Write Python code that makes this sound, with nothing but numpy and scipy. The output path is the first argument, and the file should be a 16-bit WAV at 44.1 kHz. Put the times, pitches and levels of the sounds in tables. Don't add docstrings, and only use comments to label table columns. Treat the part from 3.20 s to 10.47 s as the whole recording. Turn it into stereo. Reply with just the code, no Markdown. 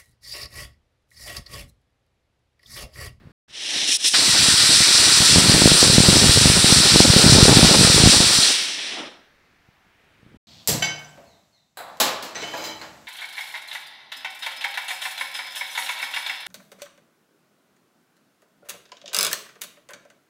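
import sys
import numpy as np
from scipy import signal
from scipy.fft import rfft, irfft
from scipy.io import wavfile
from scipy.ndimage import uniform_filter1d

SR = 44100
rng = np.random.default_rng(int(sys.argv[2]) if len(sys.argv) > 2 else 0)


def master_out(mix):
    frames = np.transpose(np.atleast_2d(mix))
    ceiling = np.clip(frames, -1, 1)
    pcm = np.round(ceiling * 32767).astype(np.int16)
    wavfile.write(sys.argv[1], SR, pcm)


N = 320607
TIME = np.arange(N) / SR
FREQ = np.maximum(np.arange(N // 2 + 1) * SR / N, 1)

LIGHT_S, BURNOUT_S, FALL_DB_PER_S = .938, 5.278, 52
HISS_TILT_DB = -1.12


def undb(db):
    return 10 ** (np.asarray(db) / 20)


def unit(x):
    return x / np.sqrt(np.mean(x ** 2))


def curve(rows):
    s, *columns = np.transpose(rows)
    return [np.interp(TIME, s, c) for c in columns]


def since(s):
    return np.maximum(TIME - s, 0)


def fading(s, decay_s):
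    return (TIME >= s) * np.exp(-since(s) / decay_s)


def colour(points):
    hz, db = np.transpose(points)
    return undb(np.interp(np.log(FREQ), np.log(hz), db))


def shape(x, gain):
    return irfft(rfft(x) * gain, N)


def resonance(hz, width_hz):
    return 1 / (1 + 1j * (FREQ ** 2 - hz ** 2) / (FREQ * width_hz))


def hollow(hz, width_hz, depth):
    return 1 - depth * resonance(hz, width_hz)


def ground(lag_ms, share):
    scattered_share = share / np.hypot(1, FREQ / 4000)
    return 1 + scattered_share * np.exp(-2j * np.pi * FREQ * lag_ms * 1e-3)


def walk(rate):
    k = max(int(SR / rate), 1)
    steps = np.repeat(rng.standard_normal(N // k + 1), k)
    smooth = uniform_filter1d(uniform_filter1d(steps, k), k)
    return unit(smooth[:N])


def turbulence(gain, tilt_db, flicker_db, flicker_rate):
    noise = rfft(unit(shape(rng.standard_normal(N), gain)))
    octaves = np.clip(np.log2(FREQ / 4400), -4, 1.5)
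    out = 0
    for centre in np.arange(-4, 2, .5):
        band = irfft(noise * np.maximum(1 - 2 * abs(octaves - centre), 0), N)
        tilt = tilt_db * np.clip(centre, -1.05, 1.2)
        out = out + band * undb(tilt + flicker_db * walk(flicker_rate))
    return out


def pulses(rows, rebound, sharpness, low_hz):
    out = np.zeros(N)
    for s, db, ms in rows:
        length = max(ms, .5) * SR / 1000
        i = np.arange(max(int(s * SR - 2 * length), 0), min(int(s * SR + 4 * length), N))
        u = (i - s * SR) / length
        swing = 1 / np.cosh(1.5 * u / sharpness)
        swing_back = rebound * np.exp(-((u - 1) / 0.63) ** 2)
        out[i] += undb(db) * (swing_back - swing)
    return shape(out, FREQ / np.hypot(FREQ, low_hz))


def patter(count, ms, scatter_db):
    when, size, length = rng.random((count, 3)).T
    rows = np.transpose([when * N / SR, scatter_db * (2 * size - 1), ms * 2 ** (2 * length - 1)])
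    return unit(pulses(rows, rebound=.6, sharpness=.28, low_hz=50.25))


# [f/Hz, level/dB]
LAND_SPECTRUM = [(40, -14), (110, -14.5), (400, -15), (900, -14), (1600, -10.5), (2500, -16), (4000, -22),
                 (7000, -32.5), (15000, -37.5)]
# [t/s, level/dB]
WIND_LEVEL = [(0, -47.5), (.12, -54), (.3, -63.5), (6.1, -76.5), (6.4, -73), (6.97, -67), (7.04, -58),
              (7.17, -51)]
# [t/s, level/dB, time to the swing back/ms]
WIND_BUFFETS = [(.073, -33.5, 2.7), (6.488, -44, 2.8), (6.667, -53, 3.5), (7.031, -41, 2.2),
                (7.064, -43, 2.3)]


def field():
    wash = turbulence(colour(LAND_SPECTRUM), 0, flicker_db=-2.0, flicker_rate=3.1) * undb(-60.5)
    breeze = patter(count=1800, ms=2.6, scatter_db=3.5) * undb(curve(WIND_LEVEL)[0])
    buffets = pulses(WIND_BUFFETS, rebound=0.92, sharpness=0.27, low_hz=60)
    return wash + breeze - buffets


def echo(x, t60_s, dull_hz, db):
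    tail = rng.standard_normal(N) * undb(-60 * TIME / t60_s) * np.minimum(TIME / .03, 1)
    tail = shape(tail / np.sqrt(np.sum(tail ** 2)), 1 / np.hypot(1, FREQ / dull_hz))
    return signal.fftconvolve(x, tail)[:N] * undb(db)


# [t/s, level/dB, decay/s, centre f/Hz, width/Hz]
GAS_SPITS = [(0.56, -30, .0079, 350, 500), (.628, -31.5, .008, 330, 400), (.688, -26.5, .0052, 250, 305),
             (.878, -16, .002, 5000, 7000), (.94, -15.5, .012, 1660, 3000), (5.229, -12, 0.021, 4180, 350)]


def spits():
    out = 0
    for s, db, decay, hz, width_hz in GAS_SPITS:
        age = since(s)
        burst = unit(shape(rng.standard_normal(N), resonance(hz, width_hz) ** 2))
        out = out + burst * undb(db) * np.exp(-age / decay) * (1 - np.exp(-8 * age / decay))
    return out


# [t/s, level/dB]
FLAME_FLUTTER = [(1.0, -48), (1.1, -36), (1.26, -35.5), (1.89, -38.5), (2.1, -29), (2.36, -22), (2.53, -28),
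                 (2.73, -22.5), (2.91, -22), (3.63, -27), (3.77, -24), (3.9, -21), (4.31, -17.5),
                 (4.41, -17.5), (4.87, -23), (5.4, -50.5)]
FLUTTER_TRIM_DB = 1.65


def restlessness():
    fade_db = 2 * FALL_DB_PER_S * since(BURNOUT_S)
    return undb(curve(FLAME_FLUTTER)[0] + FLUTTER_TRIM_DB - fade_db) * (TIME > LIGHT_S)


# [f/Hz, level/dB]
ROAR_SPECTRUM = [(60, -30), (100, -23), (170, -9), (310, 1.5), (450, -3), (720, -3), (1300, -4.5),
                 (2000, -15.5), (5000, -48.5)]
ROAR_DB, ROAR_PER_TILT, STIRRED_DB = -20.5, 0.96, -8
PUFF_S, PUFF_DB, PUFF_RISE_S, PUFF_DECAY_S = 5.785, -33.5, 0.054, 0.079


def plume(level_db, tilt_db, flame):
    gain = colour(ROAR_SPECTRUM) * hollow(hz=1086, width_hz=310, depth=0.39)
    roar = unit(shape(rng.standard_normal(N), gain))
    from_jet = undb(level_db + ROAR_DB - ROAR_PER_TILT * (tilt_db - HISS_TILT_DB))
    stirred = undb(STIRRED_DB) * restlessness()
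    puff_time_s = np.where(TIME < PUFF_S, PUFF_RISE_S, PUFF_DECAY_S)
    puff = undb(PUFF_DB) * np.exp(-abs(TIME - PUFF_S) / puff_time_s)
    strength = np.sqrt(from_jet ** 2 + stirred ** 2 + puff ** 2)
    unsteady_db = 1.7 + 2.2 * flame
    return roar * strength * undb(unsteady_db * walk(70))


# [t/s, level/dB, time to the swing back/ms]
GAS_POPS = [(1.285, -14.5, 2.3), (1.605, -13.5, 1.9), (2.004, -12.5, 3.1), (2.16, -4.5, 1.8),
            (2.183, -6.5, 2.3), (2.297, -5.5, 2.1), (2.348, -8, 2.1), (2.42, -3, 1.55), (2.458, 5.5, 1.6),
            (2.476, -2, 1), (2.518, -4, 2.6), (2.629, -2.5, 1.17), (2.782, 3, 1.8), (2.804, -2.5, 2.3),
            (2.886, -2, 2.4), (2.969, -7, 1.8), (3.042, -6, 2.2), (3.094, -4.5, 4.5), (3.174, -8, 2.5),
            (3.257, -2, 2.25), (3.3, -6, 1.84), (3.444, -4.5, 1.9), (3.525, -3.5, 2.1), (3.76, 1, 1.27),
            (3.804, 7.5, 1.23), (3.964, -2, 2.5), (4.041, -5, 2), (4.132, -5.5, 2.3), (4.152, -2.5, 2.4),
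            (4.184, -2.5, 2), (4.228, 4.5, 2.8), (4.282, -0.3, 1.1), (4.294, -1.5, 1.5), (4.371, -1, 2.1),
            (4.43, 1, 2), (4.448, -2.5, 1.9), (4.611, -4.5, 2), (4.648, -5, 2.5), (4.838, -1.5, 2.9),
            (4.862, -2.5, 4.9), (4.874, .5, 1.84), (5.004, -5.5, 1.9), (5.187, -14, 2.1)]
POPS_TRIM_DB = 1.5


def afterburn():
    flutter = patter(count=1100, ms=1.91, scatter_db=10.5) * restlessness()
    big_pops = pulses(GAS_POPS, rebound=0.76, sharpness=0.19, low_hz=50) * undb(POPS_TRIM_DB)
    return shape(big_pops + flutter, 1 + 0.32 * resonance(150, 90))


# [t/s, clears t/s, narrowing beforehand/s,
# level/dB, leak time/s, added brightness while clogged/(dB per octave)]
NOZZLE_CLOGS = [(.773, 0.843, 0.063, -18.5, .065, 3), (0.889, 0.935, .026, -8.5, .16, 7.5)]
PINCH_TILT_DB, CLOG_EDGE_S = 11.5, 0.0056


def clogging():
    level_db, tilt_db = 0, 0
    for s, clears, narrowing, depth_db, leak, bright_db in NOZZLE_CLOGS:
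        shut = (TIME >= s) & (TIME < clears)
        pinch = (TIME < s) * np.exp(-abs(TIME - s) / narrowing)
        level_db = level_db + shut * depth_db * fading(s, leak)
        tilt_db = tilt_db + shut * bright_db + PINCH_TILT_DB * pinch
    return uniform_filter1d(np.array([level_db, tilt_db]), max(int(CLOG_EDGE_S * SR), 1))


# [t/s, level/dB]
BURN_LEVEL = [(1.1, -13.5), (2.16, -12.5), (2.19, -14), (4.93, -13), (5.15, -15)]
HISS_TRIM_DB = -0.15
START_S, BUILD_S, BUILD_POWER = 0.26, 0.37, 1.82
FLARE_S, FLARE_TILT_DB = 0.03, -4.5
EMPTY_S, EMPTY_DB_PER_S = 5.87, 49
BUILD_DULLING, FALL_DULLING, DULLEST_TILT_DB = .04, 0.17, -8
SIGH_S, SIGH_WIDTH_S, SIGH_DB, SIGH_TILT_DB = 5.745, 0.15, 8, -2


def outflow():
    build_db = BUILD_POWER * 20 * np.log10(1e-3 + 1 - np.exp(-since(START_S) / BUILD_S))
    fall_db = -FALL_DB_PER_S * since(BURNOUT_S) - EMPTY_DB_PER_S * since(EMPTY_S)
    sigh = np.exp(-((TIME - SIGH_S) / SIGH_WIDTH_S) ** 2)
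    clog_db, clog_tilt_db = clogging()
    level_db = curve(BURN_LEVEL)[0] + HISS_TRIM_DB + build_db + clog_db + fall_db + SIGH_DB * sigh
    flare_tilt_db = FLARE_TILT_DB * fading(LIGHT_S, FLARE_S)
    dulling_db = BUILD_DULLING * build_db + FALL_DULLING * fall_db
    tilt_db = HISS_TILT_DB + dulling_db + clog_tilt_db + flare_tilt_db + SIGH_TILT_DB * sigh
    return level_db, np.maximum(tilt_db, DULLEST_TILT_DB)


SHRINK_S, SHRINK_TIME_S = 5.196, 0.18


def flame_share():
    lighting = 1 - np.exp(-since(LIGHT_S) / 0.0037)
    return lighting * np.exp(-since(SHRINK_S) / SHRINK_TIME_S)


# [f/Hz, level/dB]
FIRE_SPECTRUM = [(530, -44), (900, -18.5), (1400, -10), (1630, -11.5), (1840, -8), (2120, -11.5),
                 (2330, -8.5), (3110, -7), (4080, 0.5), (5700, -1.5), (6650, -6.5), (7680, -4), (8860, -4),
                 (13100, -27.5), (15500, -29.5)]
# [f/Hz, level/dB]
SMOKE_SPECTRUM = [(150, -44.5), (600, -23.5), (1400, -20.5), (1800, -6), (2100, -7), (2600, -3), (3400, 1),
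                  (5600, 1), (7500, -11), (9500, -10.5), (12900, -38), (15500, -40.5)]


def jet(level_db, tilt_db, flame):
    mic_dip = hollow(hz=6600, width_hz=720, depth=.52)
    compact = hollow(hz=4620, width_hz=850, depth=.68) * hollow(hz=1130, width_hz=400, depth=.7)
    smoke_gain = colour(SMOKE_SPECTRUM) * mic_dip * compact
    fire_gain = colour(FIRE_SPECTRUM) * mic_dip * ground(lag_ms=2.1, share=0.066)
    smoke = turbulence(smoke_gain, tilt_db, flicker_db=-0.8, flicker_rate=41)
    fire = turbulence(fire_gain, tilt_db, flicker_db=1.0, flicker_rate=25)
    unsteady_db = np.where(TIME < LIGHT_S, 1.6, .5)
    smoke = smoke * undb(unsteady_db * walk(70) - 1.34)
    fire = fire * undb(0.55 * walk(60) + 1.0)
    return undb(level_db) * (np.sqrt(1 - flame) * smoke + np.sqrt(flame) * fire)


def scene():
    level_db, tilt_db = outflow()
    flame = flame_share()
    hiss_and_roar = jet(level_db, tilt_db, flame) + plume(level_db, tilt_db, flame)
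    motor = hiss_and_roar + afterburn() + spits()
    mono = motor + echo(motor, t60_s=0.44, dull_hz=3500, db=-21.5) + field()
    return np.array([mono, mono])


# [t/s, gain]
SOUND_ON = [(0, 1), (.117, 1), (.12, 0), (.278, 0), (.284, 1), (7.169, 1), (7.173, 0)]
TOP_HZ = 15700


def record(dry):
    flattened = dry / (1 + dry ** 10) ** .1
    held = flattened * curve(SOUND_ON)[0]
    return signal.sosfilt(signal.ellip(10, .1, 70, TOP_HZ, fs=SR, output="sos"), held)


dry = scene()
out = record(dry)
master_out(out)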